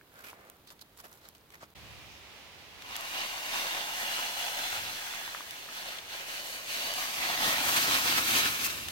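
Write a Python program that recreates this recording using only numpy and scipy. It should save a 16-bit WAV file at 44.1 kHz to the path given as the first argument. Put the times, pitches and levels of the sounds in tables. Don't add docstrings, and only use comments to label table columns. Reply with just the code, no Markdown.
import sys
import numpy as np
from scipy import signal
from scipy.fft import rfft, irfft, next_fast_len
from scipy.io import wavfile
from scipy.ndimage import uniform_filter1d, map_coordinates

SR = 44100
rng = np.random.default_rng(int(sys.argv[2]) if len(sys.argv) > 2 else 0)


def to_wav(sig):
    pcm = np.clip(np.atleast_2d(sig), -1, 1) * 32767
    pcm = np.round(pcm).astype(np.int16)
    wavfile.write(sys.argv[1], SR, pcm.T)


N = 392931
TIME = np.arange(N) / SR
FFT_SIZE = next_fast_len(N + 8192)
FREQS = np.fft.rfftfreq(FFT_SIZE, 1 / SR)
YARD_START_S, TOP_HZ = 1.745, 16000
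STREET_LEAD_MS = 0.24


def amp(db):
    return 10 ** (np.asarray(db) / 20)


def gain_at(points, hz):
    f, db = np.transpose(points)
    return amp(np.interp(np.log(hz + 1), np.log(f + 1), db))


def curves(rows):
    times, *columns = np.transpose(rows)
    return [np.interp(TIME, times, column) for column in columns]


def wobble(rate):
    knots = rng.standard_normal(int(N * rate / SR) + 4)
    return map_coordinates(knots, [TIME * rate], order=2)


def filtered(x, response):
    return irfft(rfft(x, FFT_SIZE) * response(FREQS), FFT_SIZE)[..., :N]


def gliding_band(x, centre_hz, width_hz):
    carrier = np.exp(2j * np.pi * np.cumsum(centre_hz) / SR)
    baseband = signal.lfilter(*signal.butter(1, width_hz / 2, fs=SR), x / carrier)
    return 2 * (carrier * baseband).real


def add(track, start, sound):
    part = track[:, round(start * SR):][:, :sound.shape[-1]]
    part += sound[..., :part.shape[-1]]


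# f/Hz, left minus right level/dB
YARD_PORTS = [(60, -4), (110, -3), (200, -3), (380, -1.5), (700, 0), (1290, -1), (2380, -1.5), (4400, -2.5),
              (8120, 7.5), (15000, 3)]
STREET_PORTS = [(60, 1), (110, -1), (200, 0), (380, -3.5), (700, -2), (1290, -4), (2380, 1), (4400, -1),
                (8120, -1), (15000, -6.5)]

def coloured(pair, spectrum, band_hz, ports=YARD_PORTS):
    tilt = np.sqrt(gain_at(ports, FREQS))
    shaped = rfft(pair, FFT_SIZE) * gain_at(spectrum, FREQS) * np.array([tilt, 1 / tilt])
    in_band = shaped.mean(axis=0)[(FREQS > band_hz[0]) & (FREQS < band_hz[1])]
    return irfft(shaped, FFT_SIZE)[:, :N] * np.sqrt(FFT_SIZE * N / 2) / np.linalg.norm(in_band)


def diffuse(spectrum, band_hz, coherence, ports=YARD_PORTS, lead_ms=0):
    noise = rng.standard_normal((3, N))
    share = lambda hz: coherence / (1 + (hz / 1200) ** 4)
    delay = lambda hz: np.exp(1j * np.pi * hz * lead_ms / 1000 * np.array([[-1], [1]]))
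    common = filtered(noise[0], lambda hz: np.sqrt(share(hz)) * delay(hz))
    separate = filtered(noise[1:], lambda hz: np.sqrt(1 - share(hz)))
    return coloured(common + separate, spectrum, band_hz, ports)


def crackle(count, spread_db, life_ms, left_lead_ms, spread_ms):
    when, size, pitch, life, side = rng.uniform(1e-4, 1 - 1e-4, (5, count, 1))
    t = np.arange(40) / SR
    peak = amp(spread_db * np.minimum(-np.log(size), 5))
    decay = np.exp(-1000 * t / (life_ms * (0.5 + life)))
    grains = peak * np.cos(2 * np.pi * pitch * TOP_HZ * t) * decay
    lag = (left_lead_ms + spread_ms * np.log(side / (1 - side))) * SR / 1000
    starts = [np.abs(when * N + way * lag).astype(int) for way in (-0.5, 0.5)]
    return np.array([np.bincount((s + np.arange(len(t))).ravel(), grains.ravel(), N)[:N] for s in starts])


# f/Hz, relative spectral level/dB
STREET_SPECTRUM = [(25, -6), (70, 6), (150, 4), (400, 1.5), (800, -3), (1600, -6.5), (4000, -9),
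                   (5500, -16.5), (8000, -18.5), (15500, -13)]

def street_air():
    return amp(-69) * diffuse(STREET_SPECTRUM, (1000, 6000), coherence=0.9, ports=STREET_PORTS)


# f/Hz, relative spectral level/dB
BREEZE_SPECTRUM = [(25, -26), (60, -11), (100, -7.5), (200, -3), (550, -0.5), (1000, 0), (1500, -3.5),
                   (2200, 1), (2900, 0.5), (4000, -3.5), (6000, -8.5), (8500, -18), (15500, -17)]
# centre t/s, half-width/s, level/dB
RUMBLE_SWELLS = [(1.873, 0.17, -59), (2.702, 0.32, -73), (4.814, 0.077, -61.5), (8.2, 0.46, -57.5),
                 (8.88, 0.088, -59)]

def yard_air():
    breeze_gain = amp(-55 + 0.34 * wobble(6.8)) * amp([[-1], [0.8]])
    breeze = diffuse(BREEZE_SPECTRUM, (1000, 6000), coherence=0.66)
    rumble = diffuse([(25, -20), (65, 0), (110, -2), (200, -11.5), (500, -34.5)], (40, 150), coherence=0.41)
    swell = sum(amp(db) * np.exp(-0.5 * ((TIME - at) / half) ** 2) for at, half, db in RUMBLE_SWELLS)
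    return breeze_gain * breeze + (amp(-70 + 0.5 * wobble(2.6)) + swell) * rumble


# f/Hz, relative spectral level/dB
GRIT_SPECTRUM = [(300, 5), (600, 0.5), (1200, 3), (2500, -9), (4300, -9.5), (7000, -12.5), (9500, -18),
                 (12000, -12), (15500, -18)]
# t/s, duration/s, grit level/dB, treble lift/dB, rub level/dB, rasp f/Hz, rasp level/dB
DRAGS = [(0.138, 0.12, -68.5, 6, -64, 1490, -62), (0.249, 0.07, -57.5, 5, -67, 2400, -53.5),
         (0.298, 0.23, -78, 4, -62.5, 1160, -67), (0.675, .022, -66, -2, -85, 4260, -57),
         (0.71, 0.021, -58.5, 4, -80, 1850, -71), (0.792, .005, -70, 0, -71, 4200, -59),
         (0.811, 0.016, -68, 13, -78, 4350, -57), (0.985, .026, -60, 6, -72, 4600, -72),
         (1.04, 0.025, -56, 1, -56.5, 634, -55), (1.063, 0.13, -71, 8, -72, 1400, -74),
         (1.233, 0.064, -63.5, -1, -66, 4080, -66), (1.354, 0.025, -74, 5, -80, 4600, -78),
         (1.521, 0.049, -65, 2, -68, 2090, -60), (1.61, 0.035, -53.5, -12, -62, 1250, -63)]

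def scuffs():
    grain = dict(life_ms=0.15, left_lead_ms=-STREET_LEAD_MS, spread_ms=0.05)
    grains = crackle(count=90000, spread_db=3, **grain) * amp(2.4 * wobble(160))
    grit = coloured(grains, GRIT_SPECTRUM, (1500, 15000), STREET_PORTS)
    grit = filtered(grit, lambda hz: hz ** 2 / (hz ** 2 + 1100 ** 2))
    treble = filtered(grit, lambda hz: 1 - 1 / (1 + (hz / 9000) ** 8))
    rub_spectrum = [(100, -22), (300, 2), (600, 7), (1200, -2.5), (2200, 0.5), (6000, -32)]
    rub = diffuse(rub_spectrum, (300, 1500), coherence=0.7, ports=STREET_PORTS, lead_ms=STREET_LEAD_MS)
    out, on = np.zeros((2, N)), slice(0, round(YARD_START_S * SR))
    for start, length, grit_db, treble_db, rub_db, rasp_hz, rasp_db in DRAGS:
        stroke = 1 / (1 + np.abs(2 * (TIME[on] - start) / length - 1) ** 4.3)
        grind = amp(grit_db) * (grit[:, on] + (amp(treble_db) - 1) * treble[:, on])
        rasp = signal.lfilter(*signal.iirpeak(rasp_hz, Q=1 / 0.19, fs=SR), grains[:, on])
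        rasp = amp(rasp_db) * rasp / rasp.std() * amp([[-1], [1.5]])
        out[:, on] += stroke * (grind + amp(rub_db) * rub[:, on] + rasp)
    stray_grains = crackle(count=260, spread_db=3.2, **grain)
    return out + amp(-74.5) * grit + amp(-63) * stray_grains


# t/s, level/dB, f/Hz
GRIT_CLICKS = [(.451, -43, 9000), (0.4995, -26, 13000), (.568, -42, 13000), (.978, -35, 8000),
               (1.083, -39, 13000), (1.115, -39, 12000), (1.154, -39, 12000), (1.215, -42, 2500),
               (1.288, -25.5, 12500), (1.382, -42, 7000)]

def grit_clicks():
    out, t = np.zeros((2, N)), np.arange(SR // 50) / SR
    for start, db, hz in GRIT_CLICKS:
        right = np.cos(2 * np.pi * hz * t) * np.exp(-t / 0.00015)
        left = amp(-6.5) * np.roll(right, round(STREET_LEAD_MS * SR / 1000))
        scatter = rng.standard_normal((2, len(t))) * amp(-17 - 60 * t / 0.0099)
        add(out, start, amp(db) * (np.array([left, right]) + scatter))
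    return out


# t/s, level/dB, f/Hz, T60/s
DULL_TAPS = [(.012, -43.5, 1640, 0.01), (0.3308, -34, 1020, 0.0081), (1.63, -30.5, 664, 0.0076),
             (1.63, -42, 157, 0.0305), (5.1377, -29, 1420, 0.0086), (5.214, -30.5, 856, 0.01),
             (5.278, -33.5, 981, 0.01303), (5.3483, -20.5, 1300, 0.0056), (5.407, -28, 1170, 0.0083),
             (5.688, -37, 1276, 0.015)]

def taps():
    out, t = np.zeros((2, N)), np.arange(SR // 10) / SR
    for start, db, hz, t60 in DULL_TAPS:
        modes = np.sin(2 * np.pi * hz * t) + 0.5 * np.sin(2 * np.pi * 1.32 * hz * t)
        onset = (1 - np.exp(-3 * hz * t)) ** 2
        crack = 0.16 * rng.standard_normal((2, len(t))) * amp(-60 * t / 0.01196)
        add(out, start, amp(db - 60 * t / t60) * (1.47 * onset * modes + crack))
    return out


# t/s, level before filtering/dB, relative treble level/dB, T60/s
LEAF_SNAPS = [(0.269, -42, -7, .02), (.6724, -45, 0, .024), (.703, -35, -6, .012), (.7935, -43, -7, .008),
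              (.8129, -43, 5, .008), (0.973, -43, 1, .01), (1.0015, -46, 9, 0.015), (1.042, -51, -5, .02),
              (1.053, -44, -2, .025), (1.1273, -43.5, 1, 0.014), (1.3497, -43.5, -1, .012),
              (1.5033, -43, -2, 0.013), (2.821, -32, -7, 0.012), (2.9542, -24.5, -17, 0.026),
              (2.964, -26.5, 5, 0.01), (3.009, -35, 9, .008), (5.5087, -21.5, -1, 0.005),
              (5.9837, -27.5, -22, .03), (6.938, -20, -2.5, .008), (7.7638, -20, -3, 0.03),
              (8.076, -16, -9, 0.018), (8.884, -25, -3, 0.021)]

def snaps():
    body, edge = np.zeros((2, 2, N))
    t = np.arange(SR // 10) / SR
    for start, db, treble_db, t60 in LEAF_SNAPS:
        tearing = 1 - np.exp(-t / (0.086 * t60))
        burst = np.clip(rng.standard_normal((2, len(t))), -1.7, 1.7) * tearing * amp(db - 60 * t / t60)
        side_db = -3 if start < YARD_START_S else 1.5
        add(body, start, burst * amp([[side_db / 2], [-side_db / 2]]))
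        add(edge, start, burst * amp([[treble_db + side_db], [treble_db - side_db]]))
    body_spectrum = [(200, -34), (1000, 2.5), (3500, 10), (7000, -7), (15000, -28.5)]
    edge_spectrum = [(2000, -40), (6000, 2.5), (9500, -0.5), (14000, 2)]
    return (filtered(body, lambda hz: gain_at(body_spectrum, hz))
            + filtered(edge, lambda hz: gain_at(edge_spectrum, hz)))


# t/s, level/dB
PAW_LANDINGS = [(7.87, -48), (8.045, -50), (8.17, -42), (8.335, -48.5), (8.49, -51)]

def thuds(crunch_db, near):
    spectrum = [(25, -16), (60, -14), (110, -4.5), (170, -4.5), (280, 1), (450, -6), (900, -9.5)]
    thud = diffuse(spectrum, (60, 400), coherence=0.68)
    envelope = near ** 3 * amp(-44 + 0.63 * (crunch_db - crunch_db.max()) + 0.53 * wobble(22))
    for start, db in PAW_LANDINGS:
        age = np.clip((TIME - start) / 0.01, 0, 20)
        envelope = np.hypot(envelope, amp(db) * age * np.exp(1 - age))
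    return envelope * thud


# t/s, left delay/ms, right delay/ms
HAND_DELAYS = [(3.3, 1.37, 0.95), (4.4, 1.48, 1.17), (6, 1.37, 1.15), (7, 1.9, 1.05), (7.6, 1.55, 1.22),
               (8.2, 1.4, 0.82), (8.9, 1.04, 0.78)]

def reflections(pair, hand_gain, count, surface_gain, drift_ms):
    n = np.arange(N)
    delayed = lambda x, ms: np.interp(n - ms * SR / 1000, n, x)
    out = pair + hand_gain * np.array([delayed(x, ms) for x, ms in zip(pair, curves(HAND_DELAYS))])
    for ms in np.linspace(2.3, 5.5, count):
        drift = drift_ms * np.interp(n, np.linspace(0, N, 14), rng.standard_normal(14))
        out += surface_gain * rng.choice([-1, 1]) * np.array([delayed(x, ms + drift) for x in pair])
    return out


# t/s, f/Hz, gain/dB
LOW_PEAK = [(2.9, 2860, 7), (3.85, 2783, 6), (4.3, 2940, 8), (4.9, 2990, 2.5), (6.3, 2980, 5),
            (6.8, 2900, 6.5), (7.2, 2950, 1), (7.6, 2420, 1), (8.8, 2730, 4)]
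MID_PEAK = [(3, 3750, 2.8), (3.6, 3700, 5.5), (4, 3300, 3), (4.6, 3470, 5.2), (5.7, 3417, 2.5),
            (6.4, 3300, 1.1), (7.45, 3400, 1.5), (8.6, 3100, 0.91)]
HIGH_PEAK = [(3.3, 4660, 4), (3.55, 4450, 5), (3.8, 4200, 2.5), (4.2, 4270, 5), (4.95, 3960, 2.5),
             (5.8, 4300, 2), (6.75, 4390, 7), (7.05, 4750, 7), (7.45, 4150, 0.5), (8.7, 4300, -2)]
TOP_PEAK = [(3.5, 6600, 2.9), (3.9, 6170, 1.4), (5.8, 6170, 1.8), (6.7, 6550, 2.7), (7.5, 6150, 1)]
# t/s, f/Hz, gain/dB
LOW_NOTCH = [(3.3, 1280, -2), (4.2, 1120, -12), (4.7, 1110, -24), (5.2, 1110, -3), (6.8, 1220, -8),
             (7.3, 1560, -5), (8.3, 1780, 4)]
MID_NOTCH = [(3, 2450, 5), (4, 2520, -2), (5.6, 2300, -0.5), (7, 2370, 3), (8.6, 1890, -8)]
HIGH_NOTCH = [(3.2, 4100, -1), (3.9, 3917, -4), (4.2, 3660, -8), (6.9, 4050, 5), (7.4, 3550, -3)]

def peaks_and_notches(rustle):
    peaks, notches = (LOW_PEAK, MID_PEAK, HIGH_PEAK, TOP_PEAK), (LOW_NOTCH, MID_NOTCH, HIGH_NOTCH)
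    for tracks, width_hz in [(peaks, 115), (notches, 130)]:
        for track in tracks:
            hz, db = curves(track)
            rustle = rustle + (amp(db) - 1) * gliding_band(rustle, hz, width_hz)
    return rustle


def clumps(rustle, depth_db):
    frames = signal.stft(rustle, nperseg=512)[2]
    patches = uniform_filter1d(rng.standard_normal(frames.shape[1:]), size=4, axis=0)
    patches = uniform_filter1d(patches, size=10, axis=1)
    rolloff = 1 / (1 + (np.linspace(0, SR / 2, len(patches)) / 6000) ** 4)
    gain = amp(depth_db * rolloff[:, None] * patches / patches.std())
    return signal.istft(frames * gain, nperseg=512)[1][:, :N]


# centre t/s, half-width/s, level/dB, f/Hz
LEAF_STROKES = [(2.14, 0.04, -61, 5600), (2, 0.16, -61, 2460), (5.2, 0.19, -54, 1700),
                (7.45, 0.097, -44, 1920)]

def strokes(rustle):
    out = np.zeros((2, N))
    for at, half, db, hz in LEAF_STROKES:
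        band = signal.butter(1, [hz / 1.17, hz * 1.17], "bandpass", fs=SR, output="sos")
        patch = signal.sosfilt(band.repeat(2, axis=0), rustle)
        out += amp(db) * np.exp(-0.5 * ((TIME - at) / half) ** 2) * patch / patch.std()
    return out


# t/s, crunch level/dB, treble lift/dB
DOG_WADING = [(2.75, -56.5, 2), (2.92, -49, 1), (3.1, -46, 4), (3.33, -45, 3.5), (3.6, -44.5, 5.5),
              (4.6, -43, 4), (5.15, -44.5, 3.5), (5.45, -50.5, 5), (6.05, -54, 4), (6.62, -51, 7),
              (6.8, -47, 1), (7.15, -42, 6.5), (7.33, -38.5, 2), (7.6, -36, 1.5), (8.1, -36.5, 8),
              (8.48, -34, 2), (8.51, -39, 7.5), (8.72, -42, 4), (8.91, -49, 5)]
# t/s, duration/s, crunch level/dB, treble lift/dB
DOG_LUNGES = [(3.146, 0.12, -43, -2), (3.525, 0.12, -40, 1.5), (3.66, 0.17, -42.5, -6),
              (3.97, 0.22, -46, 4.5), (4.13, 0.17, -43, 1.5), (4.39, 0.12, -43.5, 4),
              (4.564, 0.23, -44.5, 4), (5.724, 0.25, -48, 3), (6.109, 0.12, -47, 2), (6.278, 0.13, -45, 4),
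              (6.444, 0.12, -49, 8.5), (6.688, 0.22, -43.5, 6.5), (6.958, 0.087, -43, 7.5),
              (7.216, 0.11, -41, -2), (7.429, 0.089, -34.5, 5), (7.643, 0.13, -40, 12),
              (7.682, 0.012, -33, 6), (7.763, 0.02, -31, 5.5), (7.785, 0.062, -36.5, 9),
              (7.888, 0.098, -36.5, 6), (7.918, 0.05, -33.5, -2), (8.065, 0.079, -33, -4),
              (8.164, 0.025, -29.5, -6), (8.278, 0.056, -38, 10.5), (8.348, 0.058, -32, 8),
              (8.451, 0.024, -32.5, 0), (8.603, 0.035, -39.5, 6), (8.641, 0.026, -36.5, 13),
              (8.7, 0.013, -38, -3)]

def effort(attack_s=0.011, release_s=0.013):
    wading_db, lift_db = curves(DOG_WADING)
    crunch_power, treble_power = amp(wading_db) ** 2, amp(wading_db + lift_db) ** 2
    for start, length, db, lunge_lift_db in DOG_LUNGES:
        ease = min(length / 0.082, 1)
        rise = (1 + np.tanh((TIME - start) / (2 * ease * attack_s))) / 2
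        fall = (1 + np.tanh((start + length - TIME) / (2 * ease * release_s))) / 2
        crunch_power += rise * fall * amp(db) ** 2
        treble_power += rise * fall * amp(db + lunge_lift_db) ** 2
    uneven_db = 0.26 * wobble(18)
    return 10 * np.log10([crunch_power, treble_power]) + uneven_db


# f/Hz, relative spectral level/dB
FAR_SPECTRUM = [(60, -22.5), (130, -21), (170, -13.5), (290, -8), (420, -6.5), (510, -5), (610, 0.7),
                (780, -1), (1150, 4), (1500, 2.5), (2300, 1), (2900, -1), (4300, -5), (5400, -8.5),
                (6400, -8.5), (7000, -14.5), (8500, -17), (15500, -17)]
NEAR_SPECTRUM = [(60, -26), (160, -8), (280, -3.5), (440, -8.5), (640, 2.8), (1200, 5), (2900, 1.5),
                 (4300, -1), (5400, -7), (6400, -8), (7000, -15.5), (7700, -16), (9500, -20.5),
                 (12500, -14.5), (15500, -18)]
# t/s, f/Hz, gain/dB
HOLLOW_TONE = [(2.8, 850, 5), (4.7, 774, 5), (5.3, 900, 0), (6.1, 440, 5.5), (6.8, 520, 5.5),
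               (7.25, 930, 1), (8.3, 1340, 5.5), (8.9, 1300, 5)]
# t/s, gain relative to the crunch/dB
PILE_SWISH = [(2.8, 1), (4.3, 0), (5.4, -1), (6.7, -1.5), (7.4, 1), (8.4, -6.5), (8.6, -6.5), (8.9, -6.5)]

def leaf_pile(crunch_db, treble_db, near):
    cracks = crackle(count=80000, spread_db=2, life_ms=0.085, left_lead_ms=0.24, spread_ms=0.017)
    cracks *= amp(0.92 * wobble(45) + 0.7 * wobble(220))
    scatter = filtered(rng.standard_normal((2, N)), lambda hz: hz ** 3 / (hz ** 3 + 1750 ** 3))
    rustle = cracks / cracks.std() + amp(5.5) * scatter
    rustle = reflections(rustle, hand_gain=0.15, count=3, surface_gain=0.064, drift_ms=0.11)
    rustle = clumps(peaks_and_notches(rustle), depth_db=1.5)
    leaves = (np.sqrt(1 - near) * coloured(rustle, FAR_SPECTRUM, (1500, 6000))
              + np.sqrt(near) * coloured(rustle, NEAR_SPECTRUM, (1500, 6000)))
    low = filtered(leaves, lambda hz: 1 / (1 + (hz / 1350) ** 6))
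    high = filtered(leaves, lambda hz: 1 - 1 / (1 + (hz / 6500) ** 8))
    hollow_hz, hollow_db = curves(HOLLOW_TONE)
    hollow = (amp(hollow_db) - 1) * gliding_band(low, hollow_hz, width_hz=240)
    swish = amp(crunch_db + curves(PILE_SWISH)[0]) * (low + hollow)
    crunch = amp(crunch_db) * (leaves - low - high)
    crisp = amp(treble_db) * high
    wading_in = np.clip((TIME - 2.7) / 0.23, 0, 1)
    return strokes(rustle) + wading_in * (swish + crunch + crisp)


# t/s, nearness (0 far, 1 close)
APPROACH = [(6.7, 0.06), (7.2, 0.72), (7.5, 0.93), (8.2, 0.95)]

def scene():
    crunch_db, treble_db = effort()
    near = curves(APPROACH)[0]
    street_end_s = YARD_START_S - 0.005
    street = (TIME < street_end_s) * (scuffs() + grit_clicks() + street_air())
    fade_in = np.clip((TIME - street_end_s) / 0.014, 0, 1) ** 4
    yard = fade_in * (yard_air() + leaf_pile(crunch_db, treble_db, near) + thuds(crunch_db, near))
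    return street + yard + snaps() + taps()


def record(dry):
    return filtered(dry, lambda hz: hz < TOP_HZ)


dry = scene()
out = record(dry)
to_wav(out)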